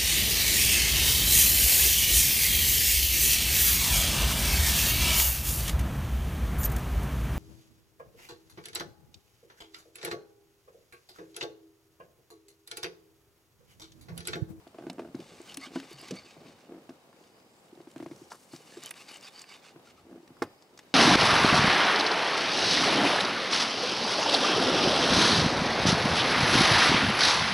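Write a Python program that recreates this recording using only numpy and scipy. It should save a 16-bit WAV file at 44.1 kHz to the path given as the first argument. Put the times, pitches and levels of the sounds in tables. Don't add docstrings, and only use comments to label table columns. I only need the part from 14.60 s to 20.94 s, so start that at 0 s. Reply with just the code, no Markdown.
import sys
import numpy as np
from scipy import signal
from scipy.fft import rfft, irfft, next_fast_len
from scipy.io import wavfile
from scipy.ndimage import uniform_filter1d

SR = 44100
rng = np.random.default_rng(int(sys.argv[2]) if len(sys.argv) > 2 else 0)


def to_wav(sig):
    pcm = np.clip(np.atleast_2d(sig), -1, 1) * 32767
    pcm = np.round(pcm).astype(np.int16)
    wavfile.write(sys.argv[1], SR, pcm.T)


def attenuation_scalar(level_db):
    decades = np.asarray(level_db, float) / 20
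    return 10 ** decades


N = 279594

# frequency in Hz, level in dB per Hz.
AIR_COLOUR = [(15, -74), (25, -29), (141, -5), (333, -5), (371, -2), (691, -5.5), (812, -3), (1550, -15),
              (4690, -26.5), (15800, -28)]
# frequency in Hz, side over mid in dB.
AIR_WIDTH = [(60, -6), (110, -11), (200, -6), (380, -6.5), (700, -8), (1290, -1.5), (2380, 5), (4400, 7),
             (8120, 0.5), (15000, 4)]
# middle in seconds, hold in seconds, level in dB.
GUSTS = [
    (.1, .1, -73),
    (.65, 0.22, -71.5),
    (1.0, .1, -77),
    (1.45, 0.32, -74),
    (1.95, 0.38, -78),
    (3.55, .2, -78),
    (5.38, .1, -75),
    (5.85, .1, -75),
    (6.1, .1, -84),
]

# frequency in Hz, level in dB, 60 dB decay in seconds.
BODY_MODES = [(141.5, 3.5, 0.077), (257, -16.5, 0.069), (681, 10.5, 0.027), (881, 8.5, 0.017),
              (1080, 10, 0.012), (1526, 5.5, 0.011), (2122, -11, 0.055), (1450, -7.5, 0.035),
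              (2680, 1, 0.01)]
# start in seconds, peak in dB, ring in Hz, overtones in dB over the ring.
FIRST_KNOCKS = [(0.068, -46, 323, -8), (0.145, -44, 386, -6), (0.185, -38.5, 335, -6.5),
                (0.223, -44, 302, -9), (0.267, -31, 325, -13), (0.298, -35, 246, -9),
                (0.382, -34.5, 300, -12), (0.393, -29.5, 373, -9), (0.448, -42, 357, -9.5),
                (0.546, -28, 288, -19), (0.559, -36, 253, -23), (0.593, -31.5, 333, -33),
                (1.169, -36, 275, -15), (1.519, -33.5, 230, -25), (0.801, -38.5, 354, -15.5),
                (1.069, -40.5, 297, -29), (1.157, -26.5, 283, -14), (1.159, -32, 378, -18),
                (1.312, -40, 370, -24), (1.507, -28.5, 437, -33), (1.53, -37, 246, -35),
                (1.766, -47, 315, -12), (2.093, -47, 299, -10), (2.292, -38.5, 291, -7.5)]
# start in seconds, peak in dB, ring in Hz, overtones in dB over the ring.
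SECOND_KNOCKS = [(3.127, -41.5, 333, -28), (3.174, -45, 360, -10), (3.203, -42, 343, -10),
                 (3.272, -41, 320, -10), (3.616, -41.5, 342, -20), (3.717, -58, 390, 8),
                 (3.934, -38, 306, -10.5), (4.17, -34.5, 376, -17.5), (5.16, -44, 330, -11.5),
                 (4.003, -51.5, 483, -15), (5.629, -48, 330, -22), (5.703, -45.5, 302, -16)]
# start in seconds, peak in dB, ring in Hz, overtones in dB over the ring.
CHATTER = [
    (3.361, -37, 298, -6),
    (3.401, -35.5, 312, -6),
    (3.426, -35.5, 315, -7),
    (3.461, -36.5, 330, -4.5),
    (3.512, -36, 312, -7.5),
]
# start in seconds, peak in dB, ring in Hz, ring length in ms.
LOOSE_KNOCKS = [
    (0.975, -40.5, 288, 26),
    (1.512, -40, 185, 18),
]
# start in seconds, peak in dB.
LONE_SLIPS = [(0.198, -40), (0.209, -49), (0.237, -39.5), (0.252, -48), (0.319, -47), (0.331, -46),
              (0.419, -37), (0.457, -45), (0.474, -42), (0.485, -42.5), (0.603, -40), (1.105, -47),
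              (1.117, -46), (1.135, -42), (1.195, -49), (1.228, -45), (1.429, -44), (1.453, -51),
              (1.484, -52), (1.555, -50), (1.645, -50), (1.66, -49), (1.814, -46), (1.859, -49),
              (2.304, -44), (3.157, -48), (3.668, -52), (3.952, -54), (5.679, -52)]
# start in seconds, peak in dB.
STUTTERS = [(2.109, -42), (2.12, -37), (2.139, -42), (2.145, -39.5), (2.164, -46), (2.179, -45.5),
            (2.203, -57), (5.451, -51), (5.467, -47), (5.485, -51), (5.493, -47), (5.512, -44),
            (5.527, -41.5), (5.546, -49), (5.558, -41), (5.578, -44), (5.596, -53), (5.602, -47)]
# start in seconds, thump in dB.
THUMPS = [(0.269, -46), (0.546, -41), (0.594, -49.5), (1.331, -60), (1.507, -37), (1.53, -57), (1.775, -50),
          (1.85, -51), (3.19, -50.5), (3.362, -48), (3.402, -49), (3.427, -52), (3.462, -48),
          (3.513, -49.5), (3.617, -54.5), (5.704, -51), (4.17, -59), (3.934, -46.5), (5.159, -52)]
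# frequency in Hz, 60 dB decay in seconds.
HULL_DECAY = [(100, 0.28), (300, 0.067), (1000, 0.076), (4000, 0.033), (12000, 0.056)]

# centre in Hz, length in ms, then its hits as start in seconds, peak in dB.
CLACKS = [
    (1210, 2.6, [(0.393, -48), (0.6005, -54), (1.508, -44), (2.2944, -53), (3.7174, -30), (3.9345, -44), (1.157, -36), (2.5282, -48.5), (5.7673, -50)]),
    (2160, 2.7, [(0.3955, -39), (3.3605, -51), (3.4015, -53), (3.427, -57), (3.4612, -57), (3.5115, -54), (1.2296, -42.5), (1.4835, -38), (4.3096, -31), (4.8394, -40), (5.676, -51), (6.19, -40)]),
    (2950, 2.1, [(0.2987, -30.5), (0.5445, -52), (0.9198, -37), (0.9722, -31.5), (1.1997, -31.5), (4.2662, -43), (4.3395, -41)]),
    (3800, 2, [(0.075, -48), (0.6022, -41)]),
]
# centre in Hz, length in ms, then its hits as start in seconds, peak in dB.
RATTLES = [
    (4700, 3, [(0.2979, -33.5), (0.5496, -42.5), (0.9428, -31.5), (1.5082, -29), (0.9712, -32), (1.4835, -39), (4.3085, -38), (4.8168, -45), (4.4875, -38), (5.676, -49.5), (2.2937, -47), (3.961, -37), (4.792, -36.5), (5.823, -30), (5.8354, -39), (6.0222, -47.5), (6.1749, -40.5), (6.19, -39.5)]),
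    (6150, 0.75, [(0.9715, -30), (1.5152, -40), (4.0194, -48), (4.121, -44), (4.2358, -29.5), (4.2595, -27.5), (4.2924, -34), (4.487, -44), (4.6104, -39)]),
    (7500, 1.7, [(0.33, -45), (0.815, -41.5), (1.3304, -48), (3.3794, -48), (0.9427, -36), (1.0116, -43), (4.2045, -48), (4.9405, -45), (1.508, -40), (1.5556, -41), (3.3134, -48), (3.726, -42), (4.5421, -37), (4.57, -39), (4.8165, -33)]),
    (10230, 1.4, [(0.9708, -27), (1.3922, -41), (1.4137, -36.5), (4.308, -26.5), (4.5166, -45)]),
    (10900, 1.2, [(0.9426, -38), (1.3084, -44), (1.3304, -42), (1.4805, -45), (4.2358, -38), (4.2595, -32), (4.57, -44)]),
]

# frequency in Hz, width in Hz, level in dB.
RUB_MODES = [(155, 75, -8), (255, 96, -3.5), (354, 132, -4.5), (532, 80, -5.5), (723, 250, -7),
             (837, 180, -14.5), (1180, 370, -17.5)]
# middle in seconds, hold in seconds, pressure in dB.
DRAGS = [(0.27, 0.14, -51), (0.47, 0.066, -57), (0.734, .02, -53.5), (1.0, 0.25, -58), (1.22, 0.045, -54.5),
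         (1.42, 0.061, -61.5), (1.6, .05, -61), (1.865, 0.14, -54.5), (2.13, 0.12, -53.5), (2.55, .1, -65),
         (3.17, 0.11, -61), (3.394, .01, -65), (3.47, 0.18, -56), (3.97, 0.037, -70), (4.17, 0.082, -59.5),
         (4.45, 0.44, -61.5), (5.2, 0.19, -61.5), (5.543, 0.037, -55), (5.72, 0.033, -72),
         (6.25, 0.29, -62.5)]
# middle in seconds, hold in seconds, level in dB.
SHUDDERS = [
    (0.42, 0.05, -48),
    (0.575, 0.034, -49),
    (0.615, 0.023, -50.5),
    (1.178, 0.026, -56),
    (1.53, 0.033, -47.5),
    (2.315, 0.017, -53.5),
    (3.735, 0.017, -56),
    (5.845, 0.03, -52),
]

# middle in seconds, hold in seconds, effort in dB.
STROKES = [(0.72, 0.23, -56.5), (0.905, 0.056, -50), (1.043, 0.035, -45), (1.17, 0.048, -47.5),
           (1.25, .04, -54), (1.315, 0.044, -50.5), (1.425, 0.076, -49), (1.545, 0.12, -50.5),
           (1.69, 0.067, -53.5), (1.79, 0.17, -60.5), (1.9, 0.05, -57), (2.02, 0.085, -62.5),
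           (3.735, 0.022, -58), (3.81, .07, -74), (3.945, 0.037, -55), (4.05, 0.11, -58), (4.155, .1, -54),
           (4.255, 0.058, -48), (4.4, 0.056, -50), (4.525, 0.074, -48.5), (4.66, 0.046, -48.5),
           (4.78, 0.085, -52), (4.93, 0.072, -51), (5.07, 0.05, -52.5), (5.29, 0.047, -58),
           (5.39, .03, -63.5), (6.26, 0.12, -65)]
# frequency in Hz, level in dB per Hz.
GEAR_COLOUR = [(290, -43), (500, -8), (841, 1), (949, -4.5), (1190, 3), (1380, -8), (2160, -0.5),
               (3030, -0.5), (3340, -1.5), (4740, 0.5), (9000, -11), (11700, -57), (19800, -120)]
# frequency in Hz, width in Hz, level in dB.
FRAME_MODES = [(1575, 400, -12.5), (2320, 820, -8), (2925, 270, -9), (3670, 360, -10.5), (4380, 180, -13.5),
               (4750, 380, -17.5), (6400, 170, -17), (7800, 350, -20), (10030, 400, -18.5)]
# middle in seconds, hold in seconds, hiss in dB.
RETRIEVES = [
    (1.2, 0.52, -65),
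    (2.8, 0.22, -84),
    (4.3, 0.87, -61),
]
# frequency in Hz, level in dB per Hz.
LINE_COLOUR = [(2940, -21.5), (5000, -7), (6900, -10.5), (7490, -7), (8290, -9.5), (8820, -10),
               (11800, -12), (15800, -20)]
# start in seconds, length in seconds, centre in Hz, level in dB.
RUSTLES = [
    (0.6, 0.39, 7500, -71.5),
    (3.283, 0.13, 7500, -82),
    (3.47, 0.23, 6000, -67),
    (3.698, 0.04, 5000, -54.5),
    (3.699, 0.073, 1300, -56.5),
    (3.77, 0.11, 7500, -69),
    (3.78, 0.092, 12500, -70),
    (2.55, .2, 6000, -74),
    (2.87, 0.24, 7500, -79),
]
# start in seconds, frequency in Hz, level in dB.
CHIRRS = [(0.881, 3090, -53), (1.0, 4530, -57.5), (1.006, 2094, -51.5), (1.008, 1182, -54.5),
          (1.315, 4580, -56), (1.382, 4750, -53), (1.553, 4530, -52), (1.552, 2190, -56.5),
          (1.62, 4660, -63.5), (1.66, 2580, -61), (3.9, 4500, -64), (4.37, 2660, -59), (4.65, 3650, -64),
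          (5.05, 2580, -66), (5.365, 1265, -65), (4.233, 3020, -54), (4.465, 4700, -58), (4.48, 2460, -58),
          (4.52, 2950, -54), (4.625, 4750, -50.5), (4.644, 2480, -61), (4.89, 2300, -60),
          (4.905, 2750, -58), (1.285, 1080, -68), (1.415, 1104, -61), (1.03, 1660, -62), (1.035, 3100, -59),
          (4.06, 2870, -68), (4.13, 7700, -64), (4.11, 1800, -61), (4.21, 3630, -61), (4.53, 2210, -63),
          (4.66, 3600, -66), (4.92, 3630, -63), (5.26, 1400, -63.5), (5.28, 2800, -74)]
# start in seconds, length in seconds, frequency in Hz, level in dB.
HUMS = [
    (2.45, 0.61, 4880, -78),
    (2.85, .3, 7370, -84),
    (3.28, 0.54, 9400, -89),
    (4.732, 0.12, 4670, -54),
    (4.84, 0.13, 4780, -61),
    (5.673, 0.49, 5000, -73.5),
]
# start in seconds, peak in dB, centre in Hz.
CATCHES = [(0.874, -44, 4700), (0.8966, -36.5, 3070), (0.914, -40, 6200), (1.0127, -46, 4800),
           (1.0174, -42, 2210), (1.158, -33, 3300), (1.385, -43, 4770), (1.487, -41, 3500),
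           (1.49, -43, 2200), (4.207, -44, 6000), (4.249, -39, 3100), (4.268, -36, 3000),
           (4.285, -44, 5000), (4.406, -45, 8500), (4.5175, -37, 5000), (4.611, -39, 3500),
           (4.669, -39, 5000), (4.677, -41, 2500), (4.813, -40, 2800), (4.94, -39, 3800),
           (4.967, -49, 9000)]

# start in seconds, frequency in Hz, level in dB, 60 dB decay in seconds.
AFTER_RINGS = [(1.158, 643, -41, .05), (1.158, 995, -33, 0.039), (1.158, 1560, -34.5, .04),
               (1.158, 1760, -40, .04), (1.172, 271, -39, 0.16), (1.335, 139.5, -51.5, .4),
               (1.515, 440, -40, .11), (1.518, 604, -44, .12), (1.533, 290, -37.5, 0.09),
               (2.293, 700, -47, 0.046), (4.171, 387, -42, 0.052), (5.826, 2100, -41, .06),
               (5.826, 511, -42, .08), (5.83, 1240, -51, .2), (5.83, 1795, -55, 0.28),
               (5.83, 800, -50, .14), (5.835, 324, -52, .2)]
# start in seconds, peak in dB, centre in Hz.
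CREAKS = [(2.488, -58, 2500), (2.638, -51, 3200), (2.799, -54, 4600), (2.915, -58, 8500),
          (2.941, -55, 3500), (2.965, -55, 5200), (3.083, -55, 3090), (3.112, -57, 3140),
          (3.151, -53, 4200), (3.214, -52, 3420), (3.287, -57, 6500), (3.303, -52, 2670),
          (3.303, -55, 7800), (3.315, -51, 3000), (3.337, -55, 2620), (3.338, -54, 7800), (3.36, -51, 7000),
          (3.38, -45, 3000), (3.424, -52, 7500), (3.443, -51, 6000), (3.484, -51, 2900), (3.486, -53, 6000),
          (3.561, -46, 5900), (3.577, -54, 7000), (3.592, -54, 6500), (3.611, -54, 6500),
          (3.641, -54, 6500), (3.746, -53, 8500), (3.753, -52, 6000), (3.757, -51, 9500),
          (3.768, -53, 4500), (5.196, -54, 2530), (1.99, -50, 1770), (2.047, -54, 2000)]
# frequency in Hz, level in dB, 60 dB decay in seconds.
PLANK_MODES = [(105, -18.5, 0.16), (302, -8, 0.036), (390, -0.5, 0.02), (676, -3, 0.028), (846, 1, 0.039),
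               (1170, 3.5, 0.017), (1330, 0, 0.017), (1560, -1.5, 0.032), (2070, -9, 0.031),
               (477, 2, 0.033), (5184, -12, 0.036), (375, -27, .1), (1780, -16, 0.048)]

# frequency in Hz, level in dB.
NEAR_MID = [(25, -16), (60, -13), (130, 3), (10000, -3), (12000, -9), (16000, -6)]
# frequency in Hz, side level in dB.
NEAR_SIDE = [(60, -18), (200, -27), (700, -21), (1400, -14), (3000, -16), (6800, -19), (9000, -10.5),
             (11000, 1.5), (15000, -8)]


def evened(x):
    return x / np.sqrt(np.mean(x ** 2) + 1e-20)


def read(points, hz):
    f, value = np.transpose(points)
    return np.interp(np.log(hz + 1), np.log(f + 1), value)


def curves(rows, rise_db_s, fall_db_s, rest_db):
    t = np.arange(0, N + 64, 64)[:, None] / SR
    middle, hold, db = np.transpose(rows)
    early = np.maximum(middle - hold / 2 - t, 0)
    late = np.maximum(t - middle - hold / 2, 0)
    gestures = attenuation_scalar(db - rise_db_s * early - fall_db_s * late) ** 2
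    power = gestures.sum(axis=1) + attenuation_scalar(rest_db) ** 2
    return np.interp(np.arange(N) / SR, t[:, 0], 10 * np.log10(power))


def colour(x, points, turn=1):
    size = next_fast_len(N)
    gain = attenuation_scalar(read(points, np.fft.rfftfreq(size, 1 / SR)))
    return irfft(rfft(x, size) * turn * gain, size)[..., :N]


def add(mix, s, sound):
    part = mix[round(s * SR):][:len(sound)]
    part += sound[:len(part)]


def resonate(x, hz, width):
    turn = np.exp(2j * np.pi * np.cumsum(hz * np.ones(len(x))) / SR)
    r = np.exp(-np.pi * width / SR)
    smooth = signal.lfilter([1 - r], [1, -r], x / turn + 1e-18)
    return 2 * (turn * smooth).real


def ring(x, hz, width):
    return evened(resonate(resonate(x, hz, width), hz, width))


def grit(per_s, spread_db):
    size = attenuation_scalar(spread_db * np.minimum(rng.exponential(1, N), 4)) * rng.choice([-1., 1.], N)
    return evened(size * (rng.random(N) < per_s / SR))


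def drift(ms):
    length = int(ms * SR / 1000)
    return evened(uniform_filter1d(uniform_filter1d(rng.standard_normal(N), length), length))


def air():
    mid, side = colour(rng.standard_normal((2, N)), AIR_COLOUR)
    scale = attenuation_scalar(-59 - 4.5 + 1.2 * drift(55)) / np.std(mid)
    wind_db = curves(GUSTS, 60, 60, -86.5) + 2.5 * drift(60)
    wind = attenuation_scalar(wind_db) * ring(rng.standard_normal(N), 81, 62)
    return scale * mid + wind, scale * colour(side, AIR_WIDTH) + 0.24 * wind[::-1]


def gripped(t):
    return -6 * ((t > 3.0) & (t < 3.7))


def blows():
    rows = [(s, db, hz, 7.7, over_db) for s, db, hz, over_db in FIRST_KNOCKS]
    rows += [(s, db, hz, 9, over_db) for s, db, hz, over_db in SECOND_KNOCKS]
    rows += [(s, db, hz, 11.8, over_db) for s, db, hz, over_db in CHATTER]
    rows += [(s, db, hz, ms, -20) for s, db, hz, ms in LOOSE_KNOCKS]
    tune = 330 * (1 + 0.31 * (rng.random((2, 60)) - .5))
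    rows += [(s, db, hz, 5.6, -14) for (s, db), hz in zip(LONE_SLIPS, tune[0])]
    rows += [(s, db, hz, 6.5, -16) for (s, db), hz in zip(STUTTERS, tune[1])]
    return rows


def knocks():
    t = np.arange(SR // 13) / SR
    out = np.zeros(N)
    for s, db, hz, ms, over_db in blows():
        rise_s = .0011 * attenuation_scalar(0.52 * np.clip(-12.5 - over_db, 0, 18))
        rise = 1 - np.exp(-t / rise_s)
        sound = np.sin(2 * np.pi * hz * t) * np.exp(-(t * 1000 / ms) ** 4)
        for f, level_db, decay in BODY_MODES:
            if f < 200:
                lift_db = -28
            elif f > 500:
                lift_db = over_db
                decay = decay * attenuation_scalar(gripped(s))
            else:
                lift_db = gripped(s)
            mode_db = lift_db + level_db + 8 * (rng.random() - .5)
            detune = 1 + (rng.random() - .5) / 10
            sound += attenuation_scalar(mode_db - 60 * t / decay) * np.sin(2 * np.pi * f * detune * t)
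        crack = ring(rng.standard_normal(len(t)), 2100, 5500) * attenuation_scalar(over_db - 11.5 - 60 * t / 0.1)
        add(out, s, attenuation_scalar(db) * (rise * sound + crack))
    f, level_db, decay = BODY_MODES[0]
    rise = 1 - np.exp(-t / 0.0036)
    for s, db in THUMPS:
        detune = 1 + (rng.random() - .5) / 10
        thump = np.sin(2 * np.pi * f * detune * t)
        add(out, s, rise * attenuation_scalar(db + level_db - 60 * t / decay) * thump)
    return out


def hull(x):
    size = SR // 2
    taps = rng.choice([-1., 1.], size) * (rng.random(size) < .05) * (np.arange(size) > 250)
    hz, t, z = signal.stft(taps, SR, nperseg=256)
    tail = signal.istft(z * attenuation_scalar(-60 * t / read(HULL_DECAY, hz)[:, None]), SR, nperseg=256)[1]
    return signal.fftconvolve(x, tail / np.linalg.norm(tail))[:N]


def ticks(parts):
    t = np.arange(900) / SR
    out = np.zeros(N)
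    for hz, ms, rows in parts:
        width = min(0.79 * hz, 3700)
        for s, db in rows:
            swell = 1 - np.exp(-t * 1000 / (0.7 * ms))
            burst = rng.standard_normal(len(t)) * np.exp(-t * 1000 / ms) * swell
            burst[12] += .45
            sound = resonate(resonate(burst, hz, width), hz, width)
            sound += 0.068 * resonate(resonate(burst, 4000, 10000), 4000, 10000)
            add(out, s, attenuation_scalar(db) * sound / abs(sound).max())
    return out


def clacks_and_rattles():
    return ticks(CLACKS + RATTLES)


def rub():
    turns = np.cumsum(62 * (1 + .3 * drift(12)) / SR)
    slips = np.diff(np.floor(turns), prepend=0) * attenuation_scalar(3.6 * rng.standard_normal(N))
    drive = 0.47 * evened(slips) + 1.06 * grit(700, 3.1)
    body = np.zeros(N)
    for k, (hz, width, db) in enumerate(RUB_MODES):
        body += (-1) ** k * attenuation_scalar(db) * ring(drive, hz, width * 1.97)
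    drag = attenuation_scalar(curves(DRAGS, 199, 184, -64.5))
    shudder = attenuation_scalar(curves(SHUDDERS, 1500, 256, -90))
    return np.hypot(drag, shudder) * attenuation_scalar(-3.5) * evened(body)


def flares(teeth):
    out, patchy = np.zeros(N), drift(19)
    rows = [(s, 0.056, hz, db, .15, 1.8, 520) for s, hz, db in CHIRRS]
    rows += [(*row, .12, 2.5, 1100) for row in HUMS]
    rows += [(*row, .7, 1.5, 9000) for row in RUSTLES]
    for s, length, hz, db, width, patchy_db, widest in rows:
        span = slice(round(s * SR), round((s + length) * SR))
        part = teeth[span]
        glide = 1 + 0.019 * np.sin(np.linspace(0, 4, len(part)) + 7 * hz)
        sound = ring(part, hz * glide, min(width * hz, widest))
        level = attenuation_scalar(db + patchy_db * patchy[span])
        add(out, s, level * sound * signal.windows.tukey(len(part), .6))
    return out


def reel():
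    teeth = grit(5000, 2.7)
    frame = attenuation_scalar(-2) * evened(colour(teeth, GEAR_COLOUR))
    grip = 1 + 0.029 * drift(32)
    for hz, width, db in FRAME_MODES:
        frame += attenuation_scalar(db - 8.0 + 3.3 * drift(21)) * ring(teeth, hz * grip, width * 1.34)
    effort_db = curves(STROKES, 349, 436, -69.5)
    stroke_db = effort_db - uniform_filter1d(effort_db, 9000)
    line_db = curves(RETRIEVES, 19, 40, -75)
    hiss = attenuation_scalar(line_db + 0.72 * stroke_db) * evened(colour(grit(7000, 2.3), LINE_COLOUR))
    whirr = attenuation_scalar(effort_db - 1.0) * frame
    return attenuation_scalar(1.3 * drift(9.3)) * (whirr + hiss) + flares(teeth)


def catches():
    return ticks([(hz, 0.71, [(s, db)]) for s, db, hz in CATCHES])


def after_rings():
    t = np.arange(6000) / SR
    out = np.zeros(N)
    fade = (1 - np.exp(-t / 0.0012)) * np.cos(np.pi / 2 * t / t[-1])
    for s, hz, db, t60 in AFTER_RINGS:
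        add(out, s, attenuation_scalar(db - 60 * t / t60) * fade * np.sin(2 * np.pi * hz * t))
    return out


def creaks():
    return ticks([(hz, 1.7, [(s, db)]) for s, db, hz in CREAKS])


def bang():
    start_s, level_db = 5.8208, -22
    t = np.arange(12000) / SR
    out = np.zeros(N)
    plank = sum(attenuation_scalar(db - 60 * t / t60) * np.sin(2 * np.pi * hz * t) for hz, db, t60 in PLANK_MODES)
    shudder = attenuation_scalar(-20.5 - 60 * t / 0.16) * ring(rng.standard_normal(len(t)), 800, 2500)
    crack = attenuation_scalar(-22.5 - 60 * t / 0.078) * rng.standard_normal(len(t))
    sound = (plank + shudder + crack) * (1 - np.exp(-t / 0.00049))
    add(out, start_s, attenuation_scalar(level_db) * sound)
    add(out, start_s + .0028, attenuation_scalar(level_db - 4.0) * sound)
    return out


def scene():
    mid, side = air()
    hits = knocks() + clacks_and_rattles() + after_rings() + creaks() + bang()
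    hits = signal.sosfilt(signal.butter(2, 90, "high", fs=SR, output="sos"), hits)
    echo = attenuation_scalar(-14) * hull(hits * attenuation_scalar(gripped(np.arange(N) / SR)))
    near = hits + echo + rub() + reel() + catches()
    angle = 1.75 + .4 * drift(58)
    side = side + np.cos(angle) * colour(near, NEAR_SIDE)
    side = side + np.sin(angle) * colour(near, NEAR_SIDE, turn=1j)
    mid = mid + colour(near, NEAR_MID)
    return np.array([mid + side, mid - side]) * attenuation_scalar([[.25], [-.25]])


def low_pass(x):
    return signal.sosfilt(signal.butter(12, 16430, fs=SR, output="sos"), x)


def record(dry):
    band_limit = signal.firwin(511, 15780, window=("kaiser", 9), fs=SR)
    limited = signal.oaconvolve(dry, band_limit[None], "same")
    return low_pass(limited)


dry = scene()
out = record(dry)
to_wav(out)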